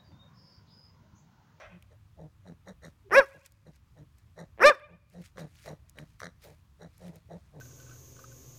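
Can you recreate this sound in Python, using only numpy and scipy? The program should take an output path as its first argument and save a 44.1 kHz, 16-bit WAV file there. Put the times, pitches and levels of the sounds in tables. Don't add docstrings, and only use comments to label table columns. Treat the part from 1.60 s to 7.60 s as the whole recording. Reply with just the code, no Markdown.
import sys
import numpy as np
from scipy import signal
from scipy.fft import rfft, irfft
from scipy.io import wavfile
from scipy.ndimage import uniform_filter1d

SR = 44100
rng = np.random.default_rng(int(sys.argv[2]) if len(sys.argv) > 2 else 0)


def put_to_file(sound):
    columns = np.atleast_2d(sound).T
    safe = np.clip(columns, -1, 1)
    whole_steps = np.round(safe * 32767)
    wavfile.write(sys.argv[1], SR, whole_steps.astype(np.int16))


def volts(x):
    e = np.asarray(x, float) / 20
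    return 10 ** e


N = 264644

# (start [s], length [s], fold rate near mid length [Hz], chest [dB], throat [dB], open mouth [dB])
GRUNTS = [(0.087, .11, 181.5, -50, -71, -95), (0.296, .07, 139.4, -72, -62.5, -71.5),
          (0.562, .13, 158.1, -45.5, -52.5, -72), (0.839, .11, 174.9, -45.5, -55, -61.5),
          (1.056, .08, 185.7, -46, -48.5, -52.5), (1.215, .09, 162.1, -48.5, -52, -51),
          (1.731, 0.065, 147.5, -51.5, -51.5, -74), (2.049, .07, 153.1, -48.5, -56, -64),
          (2.346, .11, 153.9, -49.5, -61.5, -68.5), (2.76, .1, 163.9, -44, -47, -52.5),
          (3.268, .11, 169, -48.5, -55.5, -78.5), (3.521, .12, 176.7, -41, -53.5, -64.5),
          (3.751, 0.13, 163.3, -41, -47, -53), (4.043, .12, 159.7, -44.5, -44.5, -53.5),
          (4.35, .11, 149.9, -46.5, -54, -57), (4.607, 0.1, 170.3, -47, -49.5, -49),
          (4.819, 0.14, 152.9, -56.5, -55, -68.5), (5.188, .105, 158.9, -47.5, -51, -57),
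          (5.386, 0.15, 168.6, -43.5, -52.5, -65.5), (5.511, .09, 165.8, -53, -58.5, -73),
          (5.683, .11, 173.6, -43.5, -47, -62), (5.92, .12, 148.3, -45.5, -55, -73)]
GRUNT_SAG_HZ_PER_S = 120
# (frequency [Hz], width [Hz], level [relative dB])
BIG_THROAT = [(410, 190, 1), (616, 140, 3), (860, 180, -6.5)]
# (frequency [Hz], width [Hz], level [relative dB])
BIG_MOUTH = [(1160, 490, 3.5), (1915, 390, 5.5), (2400, 200, -11), (3990, 750, -7), (6000, 240, -6)]
# (frequency [Hz], width [Hz], level [relative dB])
PUPPY_THROAT = [(520, 240, 8), (1320, 380, -6), (1670, 990, -4), (2760, 1200, -17), (5470, 900, -13.5),
                (7194, 900, -18), (10200, 7000, -21.5)]


def rms_one(x):
    return x / np.sqrt(np.mean(x ** 2) + 1e-20)


def lowpassed(x, hz):
    return signal.sosfilt(signal.butter(4, hz, fs=SR, output="sos"), x)


def bandpassed(x, edges_hz, order=2):
    return signal.sosfilt(signal.butter(order, edges_hz, "band", fs=SR, output="sos"), x)


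def played(tables, levels):
    t = np.arange(N) / SR
    s, *columns = np.transpose(np.concatenate(tables))
    sounding = sum((t >= rows[0][0]) & (t < rows[-1][0] + .011) for rows in tables) > 0
    fade = uniform_filter1d(sounding * 1., size=200)
    columns = [uniform_filter1d(np.interp(t, s, c), size=120) for c in columns]
    return [volts(c) * fade if k in levels else c for k, c in enumerate(columns)]


def at_hz(points, hz):
    known_hz, db = np.array(points).T
    return np.interp(np.log(hz), np.log(known_hz), db)


def drift(rate):
    r = np.exp(-2 * np.pi * rate / SR)
    return rms_one(signal.lfilter([1], [1, -2 * r, r * r], rng.standard_normal(N + SR))[SR:])


def tract(x, modes):
    out = 0
    for k, (hz, width_hz, db) in enumerate(modes):
        r = np.exp(-np.pi * width_hz / SR)
        poles = [1, -2 * r * np.cos(2 * np.pi * hz / SR), r * r]
        out = out + (-1) ** k * volts(db) * signal.lfilter([1 - r, 0, r - 1], poles, x + 1e-18)
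    return out


def evened(x, size):
    return x / np.sqrt(uniform_filter1d(x ** 2, size=size) + 1e-12)


def coloured(spectrum, patchy_db, rate):
    out = 0
    white = rng.standard_normal((2, N))
    for k, low_hz in enumerate(20 * 2 ** np.arange(0, 10, .5)):
        band = bandpassed(white[k % 2], [low_hz, low_hz * np.sqrt(2)])
        gain_db = at_hz(spectrum, low_hz * 2 ** .25) + patchy_db * drift(rate)
        out = out + volts(gain_db) * band
    return rms_one(out)


def shaped(starts, lengths, levels_db, shape):
    out = np.zeros(N + SR)
    risen, falls, first_db, second_db = shape
    edge_db = -24.5
    knees, knees_db = [0, risen, max(falls, risen), 1], [edge_db, first_db, second_db, edge_db]
    for s, length, db in zip(starts, lengths, levels_db):
        share = np.arange(round(length * SR)) / (length * SR)
        out[round(s * SR):][:len(share)] += volts(db + np.interp(share, knees, knees_db))
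    return uniform_filter1d(out[:N], size=150)


def sagging(starts, lengths, rates, sag):
    s = np.ravel(np.transpose([starts, starts + lengths - .012]))
    ends = np.transpose([rates + sag * lengths / 2, rates - sag * lengths / 2])
    return np.interp(np.arange(N) / SR, s, np.ravel(ends))


def open_air():
    # (frequency [Hz], density [relative dB per Hz])
    air_spectrum = [(12, -56), (20, -30.5), (46, -15.5), (81, -3), (130, -13), (150, -21.5), (262, -30),
                    (499, -47), (1190, -34), (1480, -40.5), (2390, -42.5), (7110, -50.5), (8890, -52.5),
                    (16000, -55)]
    return volts(-59) * coloured(air_spectrum, patchy_db=.8, rate=6)


def surroundings(voice):
    # (delay [s], level [relative dB])
    slaps = [(.17, -38.5), (.26, -45.5)]
    # (frequency [Hz], gain [dB])
    wall_colour = [(300, -10.5), (600, -3.5), (1200, -3.5), (1800, -5.5), (2400, 4), (3200, -3),
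                   (5000, -18), (9000, -40.5)]
    # (frequency [Hz], width [Hz], level [relative dB])
    earlier_throat = [(576, 160, 5), (1380, 420, 3), (1910, 420, 1.5), (2650, 1200, -8.5),
                      (4010, 1200, -11), (5900, 470, -8)]
    near_db, near_t60_s = -21.5, .3
    far_db, far_t60_s = -34.5, .87
    t = np.arange(SR) / SR
    near = volts(near_db - 60 * t / near_t60_s) * rng.standard_normal(SR) / np.sqrt(.01 * SR)
    far = volts(far_db - 60 * t / far_t60_s) * rng.standard_normal(SR) / np.sqrt(.046 * SR)
    far *= 1 - np.exp(-t / .026)
    for delay, db in slaps:
        far += volts(db - 60 * np.abs(t - delay) / .031) * rng.standard_normal(SR) / np.sqrt(.0023 * SR)
    far = irfft(rfft(far) * volts(at_hz(wall_colour, np.arange(SR // 2 + 1) + 1)))

    lead = SR // 2
    heard = np.concatenate([np.zeros(lead), voice])
    at = lead - round(.13 * SR)
    crest = np.argmax(uniform_filter1d(voice ** 2, size=2000))
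    earlier = volts(-9) * np.interp(crest + 1.07 * np.arange(-3000, 3000), np.arange(N), voice)
    rasp = volts(-13) * np.hanning(6000) * rms_one(tract(rng.standard_normal(6000), earlier_throat))
    heard[at - 3000:at + 3000] += earlier + rasp
    return signal.fftconvolve(heard, near + far)[lead:lead + N]


def rustle():
    # (crest [s], level [dB], rise [s], fall [s])
    brushes = [(1.27, -66.5, 0.043, 0.078), (1.661, -59, .02, 0.29), (1.864, -53, 0.02, 0.012),
               (2.166, -72.5, 0.14, 0.022), (2.59, -74.5, 0.046, .05), (3.53, -67, 0.057, .1),
               (3.66, -55, .06, .035), (3.789, -56, .02, 0.059), (4.07, -56.5, 0.18, 0.076),
               (4.291, -71, 0.0087, .025), (4.39, -64.5, 0.027, .04), (4.5, -71.5, .2, 0.12),
               (4.601, -57.5, 0.0088, .055), (4.838, -57.5, 0.034, 0.13), (5.471, -63.5, 0.21, 0.079),
               (5.56, -67, .025, 0.036), (5.8, -75, 0.49, 0.71)]
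    # (frequency [Hz], density [relative dB per Hz])
    rustle_colour = [(880, -37), (1500, -2.5), (1920, 6), (2660, -5), (4330, -2.5), (10300, -9),
                     (15100, -15.5), (16000, -21)]
    t = np.arange(N) / SR
    level = 0
    for s, db, rise, fall in brushes:
        away = np.where(t < s, (s - t) / rise, (t - s) / fall)
        level = level + volts(db - 20 * np.minimum(away, 10))
    grain = volts(3 * drift(300))
    return level * rms_one(grain * coloured(rustle_colour, patchy_db=1.5, rate=25))


def ticks():
    # (time [s], peak [dB], dull part [relative dB], sharp part [relative dB])
    tick_rows = [(0.2247, -48, -5, -21), (1.6871, -48.5, -10, -11), (1.8614, -34.5, -12.5, -22.5),
                 (1.921, -45, -28.5, -14.5), (2.159, -53.5, -30, -25), (2.5845, -52.5, -21.5, -12.5),
                 (3.1971, -47, 3.5, -13.5), (3.4993, -53.5, -17, -17), (3.6191, -47.5, -1.5, -16),
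                 (3.6511, -61.5, -6.5, -22.5), (3.9554, -49, -0.5, -29), (4.2959, -39, -36.5, -15.5),
                 (4.3864, -32, 4.5, -23.5), (4.8187, -64, -10.5, -11), (4.8375, -54, -15, -18),
                 (5.3802, -47, -19, -14), (5.4806, -48.5, -2.5, -14), (5.5576, -46, -16, -8)]
    out = np.zeros(N + 600)
    burst = np.exp(-np.arange(600) / (.0015 * SR))
    noise = rng.standard_normal((len(tick_rows), 600)) * burst
    dull = bandpassed(noise, [1700, 3600])
    middle = bandpassed(noise, [4000, 14000])
    sharp = bandpassed(noise, [9000, 21000])
    for k, (s, db, dull_db, sharp_db) in enumerate(tick_rows):
        tick = volts(dull_db + 12) * dull[k] + middle[k] + volts(sharp_db + 10.5) * sharp[k]
        out[round(s * SR):][:600] += volts(db) * tick / np.abs(tick).max()
    return out[:N]


def tag():
    # (time [s], level [relative dB])
    touch_rows = [(4.8367, -50.5)]
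    # (frequency [Hz], level [relative dB], t60 [s])
    tag_modes = [(12670, 0, 0.05), (14800, -1.5, 0.17)]
    touches, out = np.zeros(N), 0
    for s, db in touch_rows:
        touches[round(s * SR)] = volts(db - 8.5)
    for hz, db, t60 in tag_modes:
        r, w = volts(-60 / (t60 * SR)), 2 * np.pi * hz / SR
        ring = signal.lfilter([0, np.sin(w)], [1, -2 * r * np.cos(w), r * r], touches + 1e-18)
        out = out + volts(db) * ring
    return out


def nose():
    # (frequency [Hz], width [Hz], level at each pass [relative dB])
    big_nose = [(3915, 410, 3), (5750, 240, 2), (6640, 570, -1), (8760, 570, -2.5), (11580, 830, -6.5)]
    # (risen at share of length, falls from share of length, level at the first [dB], at the second [dB])
    nose_shape = (0.39, 0.6, 0.6, -10.5)
    start, length, hz, *others, mouth_db = np.transpose(GRUNTS)
    rate = sagging(start, length, hz, GRUNT_SAG_HZ_PER_S) / 2 * (1 + .14 * drift(60))
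    cycles = np.cumsum(rate) / SR
    throb = .058 + np.exp(-3 * (cycles % 1))
    breath = rms_one(tract(tract(throb * rng.standard_normal(N), big_nose), big_nose))
    return shaped(start, length, mouth_db - 4, nose_shape) * breath


def rattles():
    # (time [s], level [relative dB])
    rattle_rows = [(3.7728, -39.5), (3.7816, -34.5), (3.7955, -40), (4.0595, -34.5), (4.6029, -32),
                   (4.617, -32), (4.6324, -27), (4.6431, -31), (4.6557, -32), (4.6683, -32)]
    flaps = np.zeros(N)
    bursts = rng.standard_normal((len(rattle_rows), 130)) * np.exp(-np.arange(130) / 35)
    for (s, db), burst in zip(rattle_rows, bursts):
        flaps[round(s * SR):][:130] += volts(db + 7.5) * burst
    return tract(flaps, BIG_THROAT[1:] + BIG_MOUTH + [(8360, 1400, -22.5)])


def grunts():
    # (risen at share of length, falls from share of length, level at the first [dB], at the second [dB])
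    chest_shape = (0.42, 0.77, -3, 0.5)
    throat_shape = (0.24, 0.76, 0.6, -6)
    mouth_shape = (.3, .7, -.1, -11)
    start, length, hz, chest_db, throat_db, mouth_db = np.transpose(GRUNTS)
    chest = shaped(start, length, chest_db, chest_shape)
    throat = shaped(start, length, throat_db, throat_shape)
    mouth = shaped(start, length, mouth_db, mouth_shape)

    mouth_along = sagging(start, length, mouth_db, 0)
    weak = np.clip(.5 + .02 * (mouth_along + 62.5) + .2 * drift(2.7), 0, 1)
    rate = sagging(start, length, hz, GRUNT_SAG_HZ_PER_S)
    cycles = np.cumsum(rate * (1 + .065 * drift(60))) / SR
    odd = np.floor(cycles) % 2
    strength = (1 - weak * odd) * volts(2.5 * drift(70))
    pulses = strength * (np.diff(np.floor(cycles), prepend=0) > 0)
    puffs = (.54 * (1 - weak) + strength * np.exp(-3 * (cycles % 1))) * rng.standard_normal(N)

    thud = tract(tract(pulses, [(175, 200, 0)]), [(170, 56, 0)])
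    thud = thud + volts(-42) * tract(pulses, [(254.7, 810, 0)])
    low = tract(.23 * rms_one(pulses) + rms_one(puffs), BIG_THROAT)
    low = lowpassed(tract(low, [(598.5, 600, 0)]), 1250)
    bright = tract(tract(.3 * rms_one(pulses) + rms_one(puffs), BIG_MOUTH), BIG_MOUTH)
    out = chest * evened(thud, size=1300)
    out = out + throat * evened(low, size=1300)
    return out + mouth * evened(bright, size=1300)


def whine():
    # (start [s], length [s], pitch near mid length [Hz], level before its shape [dB])
    whine_rows = [(1.443, .045, 405, -52.5)]
    start, length, hz, db = np.transpose(whine_rows)
    pitch = sagging(start, length, hz, 900)
    tone = np.sin(2 * np.pi * np.cumsum(pitch) / SR)
    return np.sqrt(2) * shaped(start, length, db, (.5, 6.4, -3.8, -3.5)) * tone


def creaks():
    # (time [s], level [relative dB])
    creak_rows = [(1.499, -45.5), (1.508, -30.5), (1.515, -26.5), (2.977, -43), (2.986, -39),
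                  (2.995, -28.5), (3.004, -28.5), (3.009, -28)]
    flaps = np.zeros(N)
    for s, db in creak_rows:
        flaps[round(s * SR)] = volts(db + 22.5)
    flaps = lowpassed(flaps + 1e-18, 2300)
    return tract(flaps, PUPPY_THROAT[:3])


def yaps():
    # (time [s], pitch [Hz], level [dB], treble against the level [relative dB])
    yap_rows = [
        [(1.512, 343.7, -38.5, -33), (1.528, 377.5, -24, -29.5), (1.55, 471, -18, -18),
         (1.57, 544.1, -14.5, -21), (1.584, 557.8, -9, -21.5), (1.596, 545.9, -12.5, -21.5),
         (1.61, 476.6, -25, -26), (1.64, 380.9, -42.5, -16.5)],
        [(3.0, 324.5, -38, -36.5), (3.02, 377.3, -21, -29), (3.04, 509.2, -15.5, -19),
         (3.05, 550.6, -10, -23.5), (3.062, 579.7, -9.5, -17), (3.08, 606.4, -12, -17.5),
         (3.098, 601.2, -13, -23), (3.112, 538.4, -17, -29.5), (3.13, 424.1, -37, -27),
         (3.145, 379.9, -42.5, -19)],
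    ]
    # (frequency [Hz], level [relative dB])
    yap_lows = [(300, -13), (420, -10.5), (480, -15.5), (560, -2), (620, -4), (760, -20.5), (950, -11),
                (1100, -15.5), (1220, -1), (1420, -9.5), (1650, -9), (1950, -8.5), (2200, -20), (2400, -7),
                (2600, -16), (2800, -25), (3000, -22)]
    # (frequency [Hz], level [relative dB])
    yap_tops = [(1180, -33), (2000, -4), (2460, -2.5), (2970, -12.5), (3490, -12.5), (3900, -15),
                (5500, -22), (6090, -29.5), (9760, -35), (14100, -45), (15500, -47)]
    # (time [s], half width [s], change of harmonics 1, 4 and 5 [dB], change of rasp [dB])
    cracks = [(3.098, 0.0038, -19.5, 12)]
    pitch, level, treble_db = played(yap_rows, levels=(1,))

    pitch_slope = uniform_filter1d(np.gradient(pitch) * SR / 1000, size=400)
    open_db = np.clip(2 * pitch_slope, -11.5, 0)
    low = np.array([volts(at_hz(yap_lows, k * pitch) + open_db * (k > 3)) for k in range(1, 6)])
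    low = low * level / np.sqrt((low ** 2).sum(axis=0))
    whole = low.sum(axis=0)

    slack = (560 / pitch) ** 2.5
    loose = np.clip(slack, 0, 2)
    high = level * volts(treble_db - 1.5) / loose ** 3
    hiss = level * volts(treble_db - 11 + .66 * open_db) * loose ** 2.5
    rasp = volts(-24)
    for s, width, low_db, rasp_db in cracks:
        crack = np.exp(-((np.arange(N) / SR - s) / width) ** 2)
        low = low * volts(low_db * crack * [[1], [0], [0], [1], [1]])
        rasp = rasp * volts(rasp_db * crack)

    phase = 2 * np.pi * np.cumsum(pitch * (1 + .003 * drift(150))) / SR
    voice = sum(np.sqrt(2) * part * np.cos((k + 1) * phase - .96 * k) for k, part in enumerate(low))
    voice = voice * (1 + .065 * slack * np.cos(phase / 2))
    upper = 0
    for k in range(6, 22):
        gain = volts(at_hz(yap_tops, k * pitch) + 3 * drift(60))
        upper = upper + gain * np.cos(k * phase + .6 * k * k + .022 * k * drift(250))
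    breath = rng.standard_normal(N) * (1 + .84 * np.cos(phase))
    rough = slack * rasp * whole * rms_one(lowpassed(tract(breath, PUPPY_THROAT[:4]), 2700))
    bright = hiss * rms_one(tract(tract(breath, PUPPY_THROAT[4:]), PUPPY_THROAT[4:]))
    return voice + high * evened(upper, size=300) + rough + bright


def scene():
    voice = yaps() + creaks() + whine() + grunts() + rattles()
    return (voice + surroundings(voice) + nose() + rustle() + ticks() + tag() + open_air())[None]


def top_cut(x):
    return signal.sosfilt(signal.butter(12, 16890, fs=SR, output="sos"), x)


def record(dry):
    limit = .56
    duck_max_db, recover_db_per_s, attack_s, late_s = 7, 11, .02, .06
    over_db = duck_max_db * np.clip(np.abs(dry) / limit, 0, 1) ** 4
    ramp = recover_db_per_s * np.arange(N) / SR
    lag = np.exp(-1 / (attack_s * SR))
    wanted_db = np.maximum.accumulate(over_db + ramp, axis=1) - ramp
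    duck_db = signal.lfilter([1 - lag], [1, -lag], wanted_db)
    held = dry * volts(-np.roll(duck_db, round(late_s * SR), axis=1))
    held = held / (1 + np.abs(held / limit) ** 6) ** (1 / 6)
    thump = bandpassed(held ** 6, [22, 60], order=1)
    return top_cut(held + volts(17) * thump)


dry = scene()
out = record(dry)
put_to_file(out)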